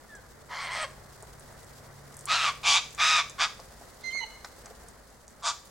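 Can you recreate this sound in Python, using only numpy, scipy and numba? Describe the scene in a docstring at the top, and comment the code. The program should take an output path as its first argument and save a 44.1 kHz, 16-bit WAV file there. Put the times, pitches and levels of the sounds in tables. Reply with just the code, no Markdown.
"""White cockatoos screech harshly six times in a tree, made from uneven pulses and gated noise in a throat.
A squeal that cracks and a faint falling whistle are sine tones; hisses and a far rasp are bands of noise.
Feeding makes short noise bursts: bills crack pods, bits knock on wood, and something nibbles faintly.
Echoes and a diffuse tail surround the birds. Under them lie murmur and leaf rustle made of noise,
and the sine hum of a far engine and of traffic."""
import sys
import numpy as np
from scipy import signal
from scipy.fft import rfft, irfft, next_fast_len
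from scipy.io import wavfile
from scipy.ndimage import uniform_filter1d
from numba import njit

SR = 44100
rng = np.random.default_rng(int(sys.argv[2]) if len(sys.argv) > 2 else 0)


def file_out(sig):
    """Save sig as 16-bit WAV at sys.argv[1]."""
    # one column per channel
    cols = np.atleast_2d(sig).T
    # limit, then scale
    lim = np.clip(cols, -1, 1)
    pcm = np.round(lim * 32767).astype(np.int16)
    wavfile.write(sys.argv[1], SR, pcm)


N = 251370
TIME = np.arange(N) / SR


def from_db(db):
    """Turn decibels into a gain."""
    return 10 ** (np.asarray(db) / 20)


def rms_one(x):
    """Scale a sound to an average (rms) level of 1."""
    return x / np.sqrt(np.mean(x ** 2) + 1e-20)


def in_time(rows, t=TIME):
    """Read each column of a table as a curve at the times t, with straight lines between its points."""
    s, *columns = np.transpose(rows)
    return [np.interp(t, s, column) for column in columns]


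def on_bins(points, size):
    """Read a table along log frequency at each frequency of a transform."""
    hz, value = np.transpose(points)
    bin_hz = np.arange(size // 2 + 1) * SR / size
    return np.interp(np.log(bin_hz + 1), np.log(hz), value)


def colour(x, spectrum):
    """Strengthen or weaken each frequency by a table of (pitch_hz, level_db)."""
    size = next_fast_len(x.shape[-1])
    return irfft(rfft(x, size) * from_db(on_bins(spectrum, size)), size)[..., :x.shape[-1]]


def cut(x, hz, kind, order=2):
    """Keep the lows, the highs or a band with a Butterworth filter."""
    sections = signal.butter(order, np.clip(hz, 10, .45 * SR), kind, fs=SR, output="sos")
    return signal.sosfilt(sections, x + 1e-18)


def drift(rate_hz, size=N):
    """Random wandering with spread 1; movements faster than the rate grow weaker."""
    padded = next_fast_len(size + SR // 4)
    hz = np.arange(padded // 2 + 1) * SR / padded
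    smooth = rfft(rng.standard_normal(padded)) / (1 + (hz / rate_hz) ** 2)
    return rms_one(irfft(smooth, padded))[:size]


def even(x, size=900):
    """Hold the short-term level at 1, averaged over a number of samples."""
    return x / np.sqrt(np.abs(uniform_filter1d(x ** 2, size)) + 1e-14)


def phase_of(hz):
    """Add up a pitch curve into the running phase of a vibration."""
    return 2 * np.pi * np.cumsum(hz) / SR


def sounding(start, length, t=TIME, fade_s=.005):
    """Gain 1 while a sound lasts, with short fades outside it."""
    return np.clip(1 + np.minimum(t - start, start + length - t) / fade_s, 0, 1)


def envelope(start, length, attack, release, t=TIME):
    """Gain of a call: it eases up to full level, holds, and drops ever faster."""
    edge_db = 21   # the call starts and ends this far under its full level
    rising = np.clip(1 - (t - start) / attack, 0, 1)
    falling = np.clip(1 - (start + length - t) / release, 0, 1)
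    return from_db(-edge_db * (rising ** 2 + falling ** 2)) * sounding(start, length, t)


def stereo_noise(spectrum):
    """Noise from all around: its likeness on the two sides depends on frequency, highest in the bass."""
    # how alike left and right are: (pitch_hz, likeness 0-1)
    side_likeness = [(60, 0.96), (120, 0.8), (240, 0.23), (480, 0.55), (950, 0.56), (1890, 0.51),
                     (3770, 0.17), (7520, 0.31), (15000, 0.22)]
    size = next_fast_len(N)
    alike = np.clip(on_bins(side_likeness, size), 0, 1)
    mid, side = rfft(rng.standard_normal((2, size)))
    both = np.sqrt(1 + alike) * mid + np.sqrt(1 - alike) * side * [[1], [-1]]
    return rms_one(colour(irfft(both, size)[:, :N], spectrum))


def outdoor_air():
    """Far murmur and leaf rustle: two coloured noises whose levels drift and flutter."""
    # colour of the murmur, then of the leaves: (pitch_hz, level_db)
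    murmur_colour = [(20, -8), (38, -6), (52, 0.4), (80, -3), (110, -6), (160, -8), (230, -5), (300, -12),
                     (420, -7), (600, -7), (800, -10), (1400, -12), (2000, -15), (2450, -25), (3600, -45)]
    leaf_colour = [(1290, -21), (2200, -8), (2750, -3.5), (4720, 1.5), (5760, 0), (7640, 0.5), (13200, -7),
                   (15200, -10), (16000, -3)]
    # level of the air, before its flutter: (time_s, murmur_db, leaves_db)
    air_levels = [(0, -53.5, -59.5), (1.4, -51.5, -56.5), (2.2, -52, -56), (4.8, -52.5, -56.5),
                  (5.15, -55.5, -61.5), (5.7, -55, -58)]
    murmur_db, leaf_db = in_time(air_levels)
    murmur = stereo_noise(murmur_colour) * from_db(murmur_db + drift(33))
    leaves = stereo_noise(leaf_colour) * from_db(leaf_db + 2 * drift(50))
    return murmur + leaves


def far_engine():
    """A far engine gathers speed and fades: sines at multiples of its turning rate."""
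    # overall level of the engine: (time_s, level_db)
    engine_levels = [(0, -72), (.55, -57.5), (2.2, -53.5), (2.6, -58), (3.3, -58), (3.9, -70), (5.7, -70)]
    # its tones, relative to that level: (multiple of the turning rate, level_db)
    engine_tones = [(3, -8.5), (4, -3)]
    engine_db, = in_time(engine_levels)
    turns_per_s = 33.5 + .67 * TIME
    turn = phase_of(turns_per_s * (1 + .002 * drift(2)))
    tones = sum(from_db(engine_db + db + drift(2.4)) * np.sin(k * turn) for k, db in engine_tones)
    return np.sqrt(2) * tones   # a sine's peak is this much above its rms level


def traffic_drone():
    """A low drone of traffic: sines whose pitch and level slowly wander."""
    # tones of the drone, around which they wander: (pitch_hz, level_db)
    drone_tones = [(51.5, -65.5), (62, -68)]
    tones = 0
    for hz, db in drone_tones:
        gain = from_db(db + 2.5 * drift(1))
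        tones = tones + gain * np.sin(phase_of(hz * (1 + .008 * drift(2))))
    return np.sqrt(2) * tones   # a sine's peak is this much above its rms level


def surroundings(x, tail_db, t60_s, build_s=.0036, width=.69):
    """Branches, ground and walls give distinct echoes; trees and ground scatter a diffuse, fading tail."""
    # echoes: (delay_s, level_db)
    distinct_echoes = [(.0034, -68), (.0071, -11), (0.0112, -14.5), (.034, -20.5), (.058, -24), (.087, -27)]
    # colour of the diffuse tail: (pitch_hz, level_db)
    tail_spectrum = [(300, -1), (1200, 2.5), (3500, 7), (7000, 9.5), (14000, -3)]
    age = np.arange(SR) / SR
    fading = from_db(-60 * age / t60_s) * (1 - np.exp(-age / build_s))
    mid, side = colour(rng.standard_normal((2, SR)), tail_spectrum) * fading
    side = cut(side, 1260, "high", order=1)   # long waves reach both sides alike
    response = rms_one(mid + width * side * [[1], [-1]]) * from_db(tail_db) / np.sqrt(SR)
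    for delay, db in distinct_echoes:
        for channel, lag in enumerate(rng.integers(0, 4, 2)):   # lag in samples
            response[channel, int(delay * SR) + lag] += from_db(db)
    return signal.fftconvolve(x[None], response, axes=1)[:, :N]


def two_sides(x):
    """Left and right hear the bass alike and the treble a little differently, by a turned side signal."""
    side_colour = [(1200, -40), (2500, -2), (5000, -17), (8000, 2)]   # (pitch_hz, relative_db)
    side = colour(x, side_colour) * from_db(-13)
    quarter_turned = np.imag(signal.hilbert(side, next_fast_len(N))[:N])
    return x + quarter_turned * [[1], [-1]]


def burst(start_s, peak_db, band_hz, t60_s, grain_db, crack_db=0):
    """A sharp crack, then splinters of noise that die away within a band."""
    age = np.arange(SR // 6) / SR
    splinter_db = grain_db * drift(540, len(age)) - 60 * age / max(t60_s, .002)
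    splinters = rng.standard_normal(len(age)) * from_db(splinter_db)
    splinters[0] += from_db(crack_db)
    grains = cut(splinters, band_hz, "band")
    out, start = np.zeros(N + len(age)), int(start_s * SR)
    out[start:start + len(age)] = from_db(peak_db) * grains / np.abs(grains).max()
    return out[:N]


def pod_snaps():
    """Pods crack in the bills: bright, very short bursts led by a strong click."""
    # snaps: (start_s, peak_db before the 1 dB lift below, pitch_hz of the band, t60_s to fade by 60 dB)
    snap_table = [(0.152, -38, 7240, 0.028), (1.2254, -33.5, 8500, 0.025), (1.3963, -38, 8900, 0.025),
                  (1.6456, -41, 8200, 0.022), (2.143, -35.5, 7500, 0.025), (2.1685, -31, 9260, 0.025),
                  (2.1915, -32, 8400, 0.025), (2.2094, -35, 8000, 0.022), (2.2557, -21.5, 8800, 0.025),
                  (2.9073, -37, 6760, 0.025), (2.9483, -31.5, 7650, 0.027), (3.2974, -28.5, 7000, 0.04),
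                  (3.6002, -37, 5870, 0.034), (4.4468, -31.5, 5100, 0.025), (4.6587, -31.5, 6600, 0.02),
                  (4.8856, -34.5, 7900, 0.02), (5.28, -35, 6640, 0.015)]
    return sum(burst(s, db + 1, [hz * .78, hz * 1.18], t60, grain_db=3, crack_db=19)
               for s, db, hz, t60 in snap_table)


def wood_knocks():
    """Bits drop and knock on wood: duller bursts that ring a little longer."""
    # knocks: (start_s, peak_db before the 1 dB cut below, pitch_hz of the band)
    knock_table = [(1.23, -37, 660), (3.594, -35, 640), (3.81, -37.5, 590), (4.149, -37.5, 826),
                   (4.446, -29.5, 1120), (4.583, -46, 565), (4.659, -40, 1290), (4.708, -39, 579),
                   (4.839, -46, 620)]
    return sum(burst(s, db - 1, [hz * .62, hz * 1.39], .061, grain_db=5, crack_db=15)
               for s, db, hz in knock_table)


def nibbling(count=26):
    """Faint nibbling: small grainy bursts at random moments and of random strength."""
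    return sum(burst(when * N / SR, -49 + 5 * strength, [5500, 9500], .027, grain_db=14)
               for when, strength in rng.random((count, 2)))


def hiss(start, length, level_db, low_hz, high_hz, grain_db, edge_s=.024):
    """A puff of grainy turbulence in a bird's bill, within one band."""
    grainy = rng.standard_normal(N) * from_db(grain_db * drift(300))
    air = cut(grainy, [low_hz, max(high_hz, low_hz + 100)], "band")
    return rms_one(air) * from_db(level_db) * envelope(start, length, edge_s, edge_s)


def far_rasp():
    """A faint rasp from a far bird: one puff of noise."""
    # the rasp: (start_s, length_s, level_db, low_edge_hz, high_edge_hz)
    rasp_puff = (4, 0.16, -59.5, 3300, 5200)
    return hiss(*rasp_puff, grain_db=.5)


def bill_hisses():
    """Thin hisses at the bill during the first screech: narrow puffs of noise."""
    # puffs: (start_s, length_s, level_db, low_edge_hz, high_edge_hz)
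    hiss_puffs = [(.54, 0.091, -47, 4150, 4800), (0.598, .085, -52.5, 8050, 8750),
                  (0.698, 0.12, -51, 8000, 8700), (0.801, 0.05, -41, 7860, 8750)]
    return sum(hiss(*puff, grain_db=2) for puff in hiss_puffs)


def whistle():
    """A farther bird whistles one falling note: a sine with a weak octave."""
    start_s, length_s, level_db, octave_db = .08, .13, -46.5, -22
    first_hz, fall_hz_per_s = 1870, 2900
    hz = first_hz - fall_hz_per_s * np.clip(TIME - start_s, 0, length_s)
    phase = phase_of(hz * (1 + .011 * drift(100)))
    gain = from_db(level_db) * envelope(start_s, length_s, attack=.048, release=.055)
    return (np.sin(phase) + from_db(octave_db) * np.sin(2 * phase)) * gain


def squeal():
    """A clear tone; where it cracks, a second vibration chokes it, mixes with it and makes sum tones."""
    # pitch of the main tone, before its waver: (time_s, pitch_hz)
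    squeal_pitch = [(4.045, 2085), (4.113, 2072), (4.157, 2172), (4.203, 2041), (4.225, 2036)]
    # partials of the main tone: (multiple of the pitch, relative_db)
    squeal_partials = [(1, -2), (2, -8), (3, -16), (4, -33)]
    # cracks into a lower vibration, levels before the final gain:
    # (start_s, length_s, pitch_hz, sum_tone_db, lower_tone_db, main_tone_loss_db)
    crack_table = [(4.1, .03, 1015, -47, -70, 15), (4.204, .054, 965, -46, -43, 3)]
    start_s, length_s, attack_s, release_s = 4.034, .22, .01, .022
    full_db, swell_db, swell_s = -35, 6.5, .045   # it swells up to the full level, before the final gain
    crack_sag_hz_per_s, crack_edge_s = 2100, .018

    hz, = in_time(squeal_pitch)
    strain = np.interp(TIME, [4.1, 4.24], [.2, 2])   # the note starts steady and frays
    phase = phase_of(hz * (1 + .0076 * strain * drift(330)))
    tone = sum(from_db(db) * np.sin(k * phase) for k, db in squeal_partials)
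    level_db = full_db - swell_db * np.clip(1 - (TIME - start_s) / swell_s, 0, 1)
    tone = tone * from_db(level_db) * envelope(start_s, length_s, attack_s, release_s)
    for start, length, second_hz, sum_db, lower_db, choke_db in crack_table:
        sagging_hz = second_hz - crack_sag_hz_per_s * (TIME - start)
        second = phase_of(sagging_hz * (1 + .0237 * drift(196)))
        crack = from_db(lower_db) * np.sin(second) + from_db(sum_db) * np.sin(phase + second)
        grip = envelope(start, length, crack_edge_s, crack_edge_s)
        tone = tone * from_db(-choke_db * np.sqrt(grip)) + grip * crack
    return 1.27 * tone * from_db(strain * drift(97))


@njit
def windpipe(x, period, feedback):
    """The wave runs to and fro in a pipe of changing length; period is each round trip in samples."""
    y = x.copy()
    for i in range(len(x)):
        back = i - period[i]
        if back >= 1:
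            j = int(back)
            y[i] += feedback * (y[j] + (back - j) * (y[j + 1] - y[j]))
    return y


def moving_resonance(x, hz, width_hz):
    """What a resonance lets through while its centre moves."""
    carrier = np.exp(1j * phase_of(hz))
    return 2 * np.real(cut(x / carrier, width_hz / 2, "low", order=1) * carrier)


def gesture(call, t):
    """Controls of one screech: pitch and gape arch over the call, and the open bill brightens it."""
    # two long screeches falter midway: (time_s, half_length_s, loss_db, further_top_loss_db)
    falter_table = [(0.688, 0.03, 2, 8), (2.396, 0.039, 4, 1.5)]
    # the first screech breaks into a lower register, sinks and clears: (time_s, pitch_hz, roughness 0-1)
    low_register = [(.752, 646.7, 0.84), (.81, 627.6, 0.61), (.836, 610, .55), (.847, 543, 0.3),
                    (.862, 530, .1)]
    chest_loss_db, top_gain_db = 3.5, 6   # as the bill opens, the lows lose share and the top gains

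    (start, length, level_db, swell_db, attack, release, top_hz, climax, arch, rough,
     low_db, high_db, first_hz, last_hz, mouth_db) = call
    along = np.clip((t - start) / length, 0, 1)
    closed = np.interp(along, [0, np.clip(climax, 0, 1), 1], [-1, 0, 1]) ** 2
    level_db = level_db + swell_db * (along - .5)
    low_db = low_db + chest_loss_db * closed
    high_db = high_db - top_gain_db * closed
    for s, half_length, loss_db, top_loss_db in falter_table:
        dip = np.exp(-((t - s) / half_length) ** 2)
        level_db = level_db - loss_db * dip
        high_db = high_db - top_loss_db * dip

    hz = top_hz * (1 - arch * closed) * (1 + .02003 * drift(40, len(t)))   # the strained pitch wanders
    break_s = low_register[0][0]
    broken = (start < break_s) & (t > break_s)
    broken_hz, broken_rough = in_time(low_register, t)
    hz = np.where(broken, broken_hz, hz)
    rough = np.where(broken, broken_rough, rough)
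    gain = from_db(level_db) * envelope(start, length, attack, release, t)
    mouth_hz = first_hz + (last_hz - first_hz) * along
    return gain, hz, rough, low_db, high_db, mouth_hz, mouth_db


def syrinx(hz, rough):
    """The voice organ beats chaotically: uneven pulses mixed with noise that the beat gates."""
    size = len(hz)
    phase = phase_of(hz)
    # a growing phase shift smears each pulse over time
    pulses = rms_one(sum(np.cos(k * phase + .2 * k * k) / np.sqrt(k) for k in range(1, 9)))
    air = rms_one(rng.standard_normal(size) * (1 + .88 * np.cos(phase)))
    # no two pulses are equally strong, and the membranes flap at a slower, uneven rate
    shimmer = from_db(2 * rough * 3 * drift(850, size))
    flap_hz = 265 * (1 + .291 * drift(119, size))
    flap = 1 + np.clip(2 * rough * .28, 0, 1) * np.cos(phase_of(flap_hz))
    return even((pulses * (1 - rough) + 1.98 * rough * air) * shimmer, size=220) * flap


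def gape(voice, low_db, high_db):
    """The opening of the bill shifts power between chest, middle and top."""
    low, high = from_db(low_db), from_db(high_db)
    middle = np.sqrt(np.clip(1 - low ** 2 - high ** 2, .06, 1))
    chest = colour(voice, [(1500, 0), (1700, -6), (2100, -50)])
    top = colour(voice, [(3800, -50), (4500, -6), (5000, 0)])
    return low * even(chest) + middle * even(voice - chest - top) + high * even(top)


def screech(call, throat):
    """One screech: the chaotic beat of the syrinx rings in windpipe, mouth and throat."""
    start, length = call[:2]
    span = slice(int((start - .03) * SR), int((start + length + .03) * SR))
    t = TIME[span]
    gain, hz, rough, low_db, high_db, mouth_hz, mouth_db = gesture(call, t)
    rough = np.clip(rough, .05, 1)
    jitter = drift(622, len(t)) + .4065 * drift(65.3, len(t))
    hz = hz * (1 + .0699 * rough * jitter)
    voice = windpipe(syrinx(hz, rough), SR / hz, .21)
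    voice = voice + from_db(mouth_db) * moving_resonance(voice, mouth_hz, width_hz=550)
    voice = cut(colour(voice, throat), 540, "high", order=4)
    out = np.zeros(N)
    out[span] = even(gape(voice, low_db, high_db), size=400) * gain
    return out


def screeches():
    """All the harsh screeches, each with its own colour of throat and bill."""
    # calls: (start_s, length_s, level_db at the middle, swell_db from start to end, attack_s, release_s,
    # pitch_hz at the climax, climax place 0-1, share by which the pitch is lower at the ends,
    # roughness 0-1, share_db under 1.7 kHz and share_db over 4.5 kHz at the climax,
    # mouth_start_hz, mouth_end_hz, mouth_db: resonance at start and end, and its strength)
    screech_calls = [(0.487, .372, -35.5, 5.5, 0.039, .01, 1060, .7, .05, 0.68, -4.5, -12, 1860, 2500, 3),
                     (2.271, .25, -24, -2, .052, 0.042, 1351, 0.35, 0.23, 0.56, -4.5, -9.5, 4500, 2500, -4),
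                     (2.633, 0.17, -20.5, -1.5, 0.053, 0.039, 1152, 0.48, -.07, 0.56, -9.5, -5.6, 2300, 4040, -1.5),
                     (2.979, 0.25, -22.5, 0, 0.036, 0.041, 1250, 0.4, .08, .54, -6.5, -7.5, 3500, 2300, -11),
                     (3.384, .087, -23, -3.5, 0.037, 0.031, 1206, .5, .07, 0.63, -4.5, -8.5, 2580, 2686, -8),
                     (5.424, 0.11, -26.5, 1, 0.051, .055, 1215, 0.58, .06, 0.57, -4, -4, 3670, 4030, -2)]
    # one list for each call, before the gape shifts its balance: (pitch_hz, level_db)
    throat_colours = [
        [(400, -15), (580, 0), (1000, 2.5), (1500, 1), (2100, -1.5), (2600, -12.5), (3200, -3.5), (3700, -10.5),
         (4500, -4.5), (5700, -6), (6800, -11), (8400, -17), (9400, -19), (13000, -35)],
        [(450, -14), (660, -4.5), (1000, -1.5), (1270, 2), (1800, -8.5), (2600, -9.5), (3200, -10.5),
         (4200, -12.5), (4700, -9), (6000, -9.5), (7700, -14.5), (9000, -21), (13000, -41)],
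        [(450, -35), (700, -9), (950, -5.5), (1300, -15.5), (1750, -8), (2300, 4), (3400, 3.5), (4400, 0),
         (5400, -3.5), (7000, -4.5), (8300, -14), (10000, -19), (13000, -55)],
        [(450, -36), (660, -9), (950, -6), (1240, -4.5), (1750, -1), (2400, -3.5), (3100, -8), (3700, -2.5),
         (4400, -10.5), (5100, -2.5), (6900, -9.5), (8500, -17), (13000, -39.5)],
        [(450, -36), (660, -7), (1000, -5.5), (1450, 0), (2000, -5), (2800, -11), (3500, -5), (4200, -12),
         (5000, 0.5), (7000, -7), (8600, -13.5), (13000, -44)],
        [(500, -35), (660, 3), (790, -14), (900, 2), (1030, -2.5), (1180, -4), (1550, -3.5), (1950, -4),
         (3700, 1.5), (5800, -5.5), (7000, -3), (9000, -14), (13000, -50)],
    ]
    return sum(screech(call, throat) for call, throat in zip(screech_calls, throat_colours))


def scene():
    """The birds in the tree, squealer and farther birds with more echo, and the open air."""
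    background = outdoor_air() + far_engine() + traffic_drone()
    feeding = pod_snaps() + wood_knocks() + nibbling()
    tree = screeches() + bill_hisses() + feeding
    squealer = squeal()
    far = whistle() + far_rasp()
    direct = two_sides(tree) + far + squealer * from_db([[-6], [6]])   # the squeal is on the right
    near_echo = surroundings(tree, tail_db=-15.5, t60_s=.43)
    far_echo = surroundings(squealer + far, tail_db=-9, t60_s=.78)
    return direct + near_echo + far_echo + background


def record(dry):
    """The highest peaks are rounded and the top is cut steeply."""
    ceiling, cutoff_hz = .58, 15900
    rounded = ceiling * np.tanh(dry / ceiling)
    return signal.sosfilt(signal.ellip(10, .1, 80, cutoff_hz, fs=SR, output="sos"), rounded)


dry = scene()
out = record(dry)
file_out(out)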